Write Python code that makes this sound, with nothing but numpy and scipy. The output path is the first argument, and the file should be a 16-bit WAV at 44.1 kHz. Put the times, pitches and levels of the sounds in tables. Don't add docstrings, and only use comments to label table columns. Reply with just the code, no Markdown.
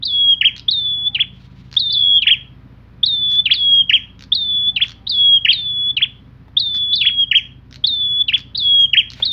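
import sys
import numpy as np
from scipy import signal
from scipy.fft import rfft, irfft, next_fast_len
from scipy.io import wavfile
from scipy.ndimage import uniform_filter1d, minimum_filter1d, map_coordinates

SR = 44100
rng = np.random.default_rng(int(sys.argv[2]) if len(sys.argv) > 2 else 0)


def master_out(mix):
    frames = np.transpose(np.atleast_2d(mix))
    ceiling = np.clip(frames, -1, 1)
    pcm = np.round(ceiling * 32767).astype(np.int16)
    wavfile.write(sys.argv[1], SR, pcm)


N = 411012

# t/s, length/s, pitch shift/Hz, flick level/dB (added to the flick's peak),
# then whistle levels early/dB, late/dB, last push/dB
BIRD_WHISTLES = [(.68, 0.41, 2.5, -1, -17, -20.5, -12.5), (1.764, 0.43, 6.5, 0.5, -18.5, -17, -15),
                 (3.029, .383, 20, 0.5, -16.5, -16.5, -8), (4.318, 0.39, 3, 0, -19.5, -15.5, -13),
                 (5.497, .42, -15, -3.5, -23.5, -16.5, -15), (6.566, 0.3925, 7, 0.5, -19.5, -18, -12.5),
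                 (7.838, 0.3904, -11.5, -0.5, -18, -16.5, -11), (9.222, 0.34, -1, -2.5, -20, -13.5, -13)]
# t/s, level/dB (added to the level of every note in the chirp)
BIRD_CHIRPS = [(1.145, -1), (2.218, -1), (3.454, 1.35), (4.759, -0.25), (5.965, 0.04), (7.008, 1),
               (8.28, 0)]
BIRD_FLICK = dict(length_s=.024, first_hz=3148, last_hz=3878, peak_db=-6, attack_s=0.0079, rough=0.015, onset_rough=0.11)
BIRD_CHIP = dict(length_s=.034, first_hz=3460, last_hz=2200, peak_db=-11.5, attack_s=0.0066, rough=0.082, onset_rough=0.39)
BIRD_CHIP_UPPER = dict(length_s=0.024, first_hz=4110, last_hz=3680, peak_db=-28.5, attack_s=.004, rough=0.14, onset_rough=.5)
BIRD_PITCH = dict(held_hz=3423.8, swoop_hz=1061, swoop_s=.012, settle_hz=530, sag_hz_per_s=76, bend_hz=115, bend_s=0.029)
BIRD_EFFORT = dict(swoop_db=-12.5, attack_s=0.012, release_s=0.0091, push_s=0.029, hold_s=0.016)
# turning points (t/s into the chirp, f/Hz), top level/dB, loss/(dB/octave) below the top,
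# tiring/(dB/s), attack/s, release/s, roughness at the top (ratio to the tone)
BIRD_ARCH = dict(turns=[(.038, 1457), (.067, 3449), (.098, 1480)],
             top_db=-7, db_per_octave=20.5, tiring_db_per_s=38, attack_s=.012, release_s=0.024, rough=0.037)


def bird():
    whistled = whistles(BIRD_WHISTLES, BIRD_FLICK, BIRD_PITCH, BIRD_EFFORT, sub_db=-46)
    chirped = chirps(BIRD_CHIRPS, [BIRD_CHIP, BIRD_CHIP_UPPER], BIRD_ARCH, sub_db=-43)
    return voice_colour(whistled + chirped)


RIVAL_WHISTLES = [(.023, 0.3252, 0.5, 0, -21.5, -11.5, -7), (1.896, .306, 1.5, 1.5, -20.5, -12, -8.5),
                  (3.508, 0.32, -17, 0, -22.5, -7, -7.5), (5.065, .322, 5.5, 0.27, -18.5, -9, -6),
                  (6.926, .323, 1, 3.1, -18, -22, -9), (8.546, 0.3186, -7, 0.12, -19.5, -8, -7)]
RIVAL_CHIRPS = [(.408, -0.31), (2.266, -0.43), (3.892, .3), (5.446, 0.11), (7.31, 0), (8.93, 0.97)]
RIVAL_FLICK = dict(length_s=.024, first_hz=3287, last_hz=4210, peak_db=-19, attack_s=0.01, rough=0.37, onset_rough=0.59)
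RIVAL_PITCH = dict(held_hz=3391, swoop_hz=1667, swoop_s=.0205, settle_hz=13, sag_hz_per_s=430, bend_hz=-450, bend_s=0.0059)
RIVAL_EFFORT = dict(swoop_db=-16, attack_s=0.008, release_s=.022, push_s=0.042, hold_s=.05)
RIVAL_WARBLE = dict(turns=[(.001, 3092), (.0245, 1704), (.051, 3290), (.097, 1995)],
                top_db=-2, db_per_octave=23.5, tiring_db_per_s=60, attack_s=0.0052, release_s=.03, rough=0.013)


def rival():
    whistled = whistles(RIVAL_WHISTLES, RIVAL_FLICK, RIVAL_PITCH, RIVAL_EFFORT, sub_db=-57)
    chirped = chirps(RIVAL_CHIRPS, [], RIVAL_WARBLE, sub_db=-54)
    return voice_colour(whistled + chirped)


SWOOP_DELAY_S = .026
SWOOP_ROUGH, SWOOP_RASP_S = 0.21, 0.02


def whistles(rows, flick, pitch, effort, sub_db):
    song = np.zeros(N)
    for s, length_s, shift_hz, flick_db, *held_db in rows:
        hz, db, rough = glide(**flick)
        add(song, s, syrinx(hz + shift_hz, db + flick_db, rough, sub_db))

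        t = clock(length_s - SWOOP_DELAY_S)
        hz = whistle_pitch(t, **pitch) + shift_hz
        db = whistle_level(t, held_db, **effort)
        rough = SWOOP_ROUGH * np.exp(-t / SWOOP_RASP_S)
        add(song, s + SWOOP_DELAY_S, syrinx(hz, db, rough, sub_db))
    return song


SWOOP_SHAPE = 1.25
SETTLE_S = .068


def whistle_pitch(t, held_hz, swoop_hz, swoop_s, settle_hz, sag_hz_per_s, bend_hz, bend_s):
    swoop = swoop_hz * np.exp(-(t / swoop_s) ** SWOOP_SHAPE)
    settling = settle_hz * np.exp(-t / SETTLE_S)
    end_bend = bend_hz * np.exp((t - t[-1]) / bend_s)
    return held_hz + swoop + settling - sag_hz_per_s * t + end_bend


ACCENT_S = 0.015


def whistle_level(t, held_db, swoop_db, attack_s, release_s, push_s, hold_s):
    stages = np.sort([attack_s, attack_s + ACCENT_S, t[-1] - hold_s - push_s, t[-1] - hold_s])
    course_db = np.interp(t, stages, [swoop_db, *held_db])
    return course_db + fades(t, attack_s, release_s) + 0.14 * wobble(49, len(t))


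def chirps(rows, chips, shape, sub_db):
    song = np.zeros(N)
    notes = [(0, *glide(**chip)) for chip in chips] + [swing(**shape)]
    for s, chirp_db in rows:
        for delay_s, hz, db, rough in notes:
            add(song, s + delay_s, syrinx(hz, db + chirp_db, rough, sub_db))
    return song


ROUGH_GROWS = .7


def swing(turns, top_db, db_per_octave, tiring_db_per_s, attack_s, release_s, rough):
    when, turn_hz = np.transpose(turns)
    t = when[0] + clock(when[-1] - when[0])
    corners = np.arange(len(when))
    leg = np.interp(t, when, corners)
    eased = np.floor(leg) + (1 - np.cos(np.pi * (leg % 1))) / 2
    hz = np.interp(eased, corners, turn_hz)
    weakening_db = db_per_octave * np.log2(hz / hz.max()) + fades(t, attack_s, release_s)
    level_db = top_db + weakening_db - tiring_db_per_s * (t - t[0])
    roughness = np.minimum(1, rough * amp(-ROUGH_GROWS * weakening_db))
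    return when[0], hz, level_db, roughness


GLIDE_EASE = 1.5
ONSET_RASP_S = 0.0044


def glide(length_s, first_hz, last_hz, peak_db, attack_s, rough, onset_rough):
    t = clock(length_s)
    hz = last_hz + (first_hz - last_hz) * (1 - t / length_s) ** GLIDE_EASE
    level_db = peak_db + fades(t, attack_s, length_s - attack_s)
    return hz, level_db, rough + onset_rough * np.exp(-t / ONSET_RASP_S)


FADE_DB = 26


def fades(t, attack_s, release_s):
    rising = np.clip(1 - (t - t[0]) / attack_s, 0, 1)
    falling = np.clip(1 - (t[-1] - t) / release_s, 0, 1)
    return -FADE_DB * (rising ** 2 + falling ** 2)


# multiple of its f, level/dB relative to it at full effort, before flutter
OVERTONES = [(1.5, -53.5), (2, -32), (3, -44.5), (4, -44)]


def syrinx(hz, db, rough, sub_db, waver=0.0012, rasp_hz=1200, full_db=-10, flutter_db=4, hiss_db=-22):
    n = len(hz)
    phase = turn(uniform_filter1d(hz, size=130) * (1 + waver * wobble(90, n)))
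    tone = np.sin(phase)
    undertone = amp(sub_db) * np.sin(phase / 2)

    effort_db = .5 * (db - full_db)
    overtones = np.zeros(n)
    for multiple, level_db in OVERTONES:
        strength = amp(level_db + effort_db + flutter_db * wobble(32, n))
        overtones += strength * np.sin(multiple * phase + 0.41 * multiple * wobble(330, n))

    rasp = wobble(rasp_hz, n) * tone + wobble(rasp_hz, n) * np.cos(phase)
    hiss = amp(hiss_db) * rng.standard_normal(n)
    from_edge = np.minimum(np.arange(n), np.arange(n)[::-1])
    edges = np.minimum(1, from_edge / (0.0022 * SR))
    return np.sqrt(2) * amp(db) * edges * (tone + undertone + overtones + rough * (rasp + hiss))


# f/Hz, level/dB
VOICE_COLOUR = [(5000, -0.5), (5800, -12.5), (6700, -24.5), (8200, -30), (10300, -20.5), (12500, -29),
                (14000, -9), (16000, -32.5)]


def voice_colour(song):
    return filtered(song, lambda hz: amp(along(VOICE_COLOUR, hz)))


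# t/s, gap between snaps/s, number of snaps, level/dB (before scatter)
RATTLES = [(.565, .0155, 3, -26.5), (1.715, .013, 5, -25), (3.304, .013, 5, -27), (4.193, .0152, 4, -25.5),
           (4.871, 0.012, 5, -27.5), (6.737, 0.01, 5, -26.5), (7.711, .016, 4, -27.5),
           (8.38, .0125, 3, -26.5), (9.103, .016, 3, -25)]
# f/Hz, relative level/dB
SNAP = [(400, -29), (900, -15.5), (1600, -5.5), (2700, -5.5), (4200, 1.5), (5800, -7), (6900, -17.5),
        (7600, -31.5), (9500, -38.5), (13000, -35), (16000, -44.5)]
# t/s, length/s, level/dB (before flutter)
RUSTLES = [(1.276, .48, -58.5), (4.822, 0.059, -44.5), (8.343, 0.055, -48.5), (9.136, 0.16, -45)]
# f/Hz, relative level/dB
FEATHERS = [(500, -16.5), (1200, -10), (2500, -2), (4000, -2.5), (5200, -12), (6800, -20.5), (8000, -31.5),
            (14000, -37)]
SNAP_SCATTER_DB, RUSTLE_FLUTTER_DB = 1.8, 3.5


def wings(snap_t60=0.0058, first_db=-8):
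    snaps, rustle, t = np.zeros(N), np.zeros(N), clock(.02)
    for s, gap_s, count, db in RATTLES:
        for beat in range(round(count)):
            soft_db = first_db if beat == 0 and count > 3 else 0
            snap_db = db + soft_db + rng.normal(0, SNAP_SCATTER_DB)
            add(snaps, s + beat * gap_s, amp(snap_db - 60 * t / snap_t60))
    for s, length_s, db in RUSTLES:
        add(rustle, s, amp(db) * signal.windows.tukey(int(length_s * SR)))
    flutter = amp(RUSTLE_FLUTTER_DB * wobble(46))
    return coloured(snaps * rng.standard_normal(N), SNAP) + rustle * flutter * noise(FEATHERS)


# t/s, level/dB
KNOCKS = [(6.482, -43), (9.201, -26)]
# f/Hz, relative level/dB
PERCH = [(150, -19), (400, -3.5), (900, 3), (1250, -4), (2000, -4.5), (4000, -22), (9000, -40.5)]


def perch(t60=0.027):
    blows, t = np.zeros(N), clock(.2)
    for s, db in KNOCKS:
        add(blows, s, amp(db - 60 * t / t60))
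    return coloured(blows * rng.standard_normal(N), PERCH)


# delay t/s, level/dB (before the source's own wall level)
WALLS = [(.0021, -22.5), (.0047, -17.5), (.0078, -14), (0.0116, -19)]
# f/Hz, t60/s
ROOM = [(500, 0.56), (3000, 0.3), (5000, 0.36), (12000, 0.093)]


def room(x, walls_db, tail_db, beam_db):
    out = x.copy()
    for delay_s, db in WALLS:
        add(out, delay_s, amp(db + walls_db) * x)
    hz, t, bins = signal.stft(rng.standard_normal(int(.7 * SR)), SR, nperseg=256)
    decay = amp(-60 * t / along(ROOM, hz)[:, None])
    tail = signal.istft(bins * decay, SR, nperseg=256)[1]
    tail /= np.linalg.norm(tail)
    tail = filtered(tail, lambda hz: amp(along([(4800, 0.00029), (5800, beam_db)], hz)))
    add(out, .005, amp(tail_db) * signal.fftconvolve(x, tail)[:N])
    return out


# t/s, f/Hz of its fourth order
ENGINE = [(5.84, 57.25), (6.18, 58.55)]
# multiple of the firing rate, level/dB (before a slow wander)
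ORDERS_DB = [(2, -66), (3, -61), (4, -48.5), (5, -55), (6, -53), (7, -51.5), (8, -52), (9, -51.5),
             (10, -61.5), (11, -59.5), (12, -64.5), (14, -59.5), (16, -66), (18, -59.5)]


def engine(throb=0.82, chuff_db=-53):
    fourth_hz, = curves(ENGINE, np.arange(N) / SR)
    firing = turn(fourth_hz / 4)
    orders = np.zeros(N)
    for multiple, db in ORDERS_DB:
        orders += amp(db + wobble(1)) * np.sin(multiple * firing + rng.normal(0, 2.5))
    puff_shape = [(40, -21.5), (110, -2), (270, 2), (330, -13.5), (700, -26), (1500, -81)]  # f/Hz, dB
    chuff = (1 + throb * np.cos(firing)) * noise(puff_shape)
    return np.sqrt(2) * orders + amp(chuff_db) * chuff


def hum(hz, db, drift_hz):
    return np.sqrt(2) * amp(db + 1.5 * wobble(6)) * np.sin(turn(hz + drift_hz * wobble(25)))


# t/s, length/s, level/dB over its quiet level
DRONE_SWELLS = [(1.1, 0.65, 9), (2.6, 2.6, 8.5)]
# t/s, level/dB (before waver)
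WHINE = [(4.8, -70), (6.2, -73.5)]
# t/s, length/s, first f/Hz, last f/Hz, level/dB (before waver)
FAR_TONES = [(.9, 0.38, 798, 805, -57.5), (2.091, 0.11, 816, 800, -56.5), (4.352, 0.32, 657.6, 680, -57),
             (4.684, 0.162, 730, 800, -56), (4.951, 0.13, 776, 800, -58.5), (7.713, 0.364, 590, 654, -60.5)]
# f/Hz, relative level/dB
FLOOR = [(25, -11.5), (250, -2), (400, -4), (700, -10.5), (1250, -10), (2000, -14), (4000, -22.5),
         (5200, -29), (6500, -39), (8500, -49), (10500, -41.5), (14000, -40.5), (16000, -49.5)]
AIR_WANDER_DB = .8


def background(hum_hz=128, hum_db=-50, drone_hz=184, quiet_drone_db=-59, whine_hz=978, air_db=-56):
    drone_db = np.full(N, float(quiet_drone_db))
    for s, length_s, db in DRONE_SWELLS:
        add(drone_db, s, db * signal.windows.tukey(int(length_s * SR)))
    whine_db, = curves(WHINE, np.arange(N) / SR)
    out = hum(hum_hz, hum_db, 2) + hum(drone_hz, drone_db, 2) + hum(whine_hz, whine_db, 6)
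    for s, length_s, first_hz, last_hz, db in FAR_TONES:
        n = int(length_s * SR)
        level = amp(db + 2 * wobble(29, n)) * signal.windows.tukey(n)
        hz = np.linspace(first_hz, last_hz, n) + 15 * wobble(83, n)
        add(out, s, level * np.sin(turn(hz)))
    return out + amp(air_db + AIR_WANDER_DB * wobble(1.1)) * noise(FLOOR)


def amp(db):
    return 10 ** (np.asarray(db) / 20)


def unit(x):
    return x / np.sqrt(np.mean(x ** 2) + 1e-20)


def along(points, hz):
    f, v = np.transpose(points)
    return np.interp(np.log(hz + 1), np.log(f), v)


def curves(rows, t):
    s, *cols = np.transpose(rows)
    return [np.interp(t, s, c) for c in cols]


def clock(seconds):
    return np.arange(int(seconds * SR)) / SR


def wobble(rate, size=N):
    knots = rng.standard_normal(int(size * rate / SR) + 4)
    return map_coordinates(knots, [np.arange(size) * rate / SR])


def filtered(x, response):
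    m = next_fast_len(len(x) + 8192)
    return irfft(rfft(x, m) * response(np.fft.rfftfreq(m, 1 / SR)), m)[:len(x)]


def coloured(x, spectrum):
    return filtered(x, lambda hz: unit(amp(along(spectrum, hz))))


def noise(spectrum):
    return coloured(rng.standard_normal(N), spectrum)


def turn(hz):
    return 2 * np.pi * np.cumsum(hz) / SR


def add(track, s, sound):
    part = track[max(round(s * SR), 0):][:len(sound)]
    part += sound[:len(part)]


def scene():
    voices = room(bird(), walls_db=-2.5, tail_db=-19, beam_db=7)
    voices += room(rival(), walls_db=0, tail_db=-18, beam_db=9.5)
    movement = room(wings() + perch(), walls_db=2, tail_db=-15, beam_db=-1.5)
    return (voices + movement + engine() + background())[None]


TOP_HZ = 16000


def record(dry):
    needed = np.minimum(1, .87 / (np.abs(dry[0]) + 1e-9))
    gain = uniform_filter1d(minimum_filter1d(needed, size=260), size=200)
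    return filtered(dry[0] * gain, lambda hz: hz < TOP_HZ)[None]


dry = scene()
out = record(dry)
master_out(out)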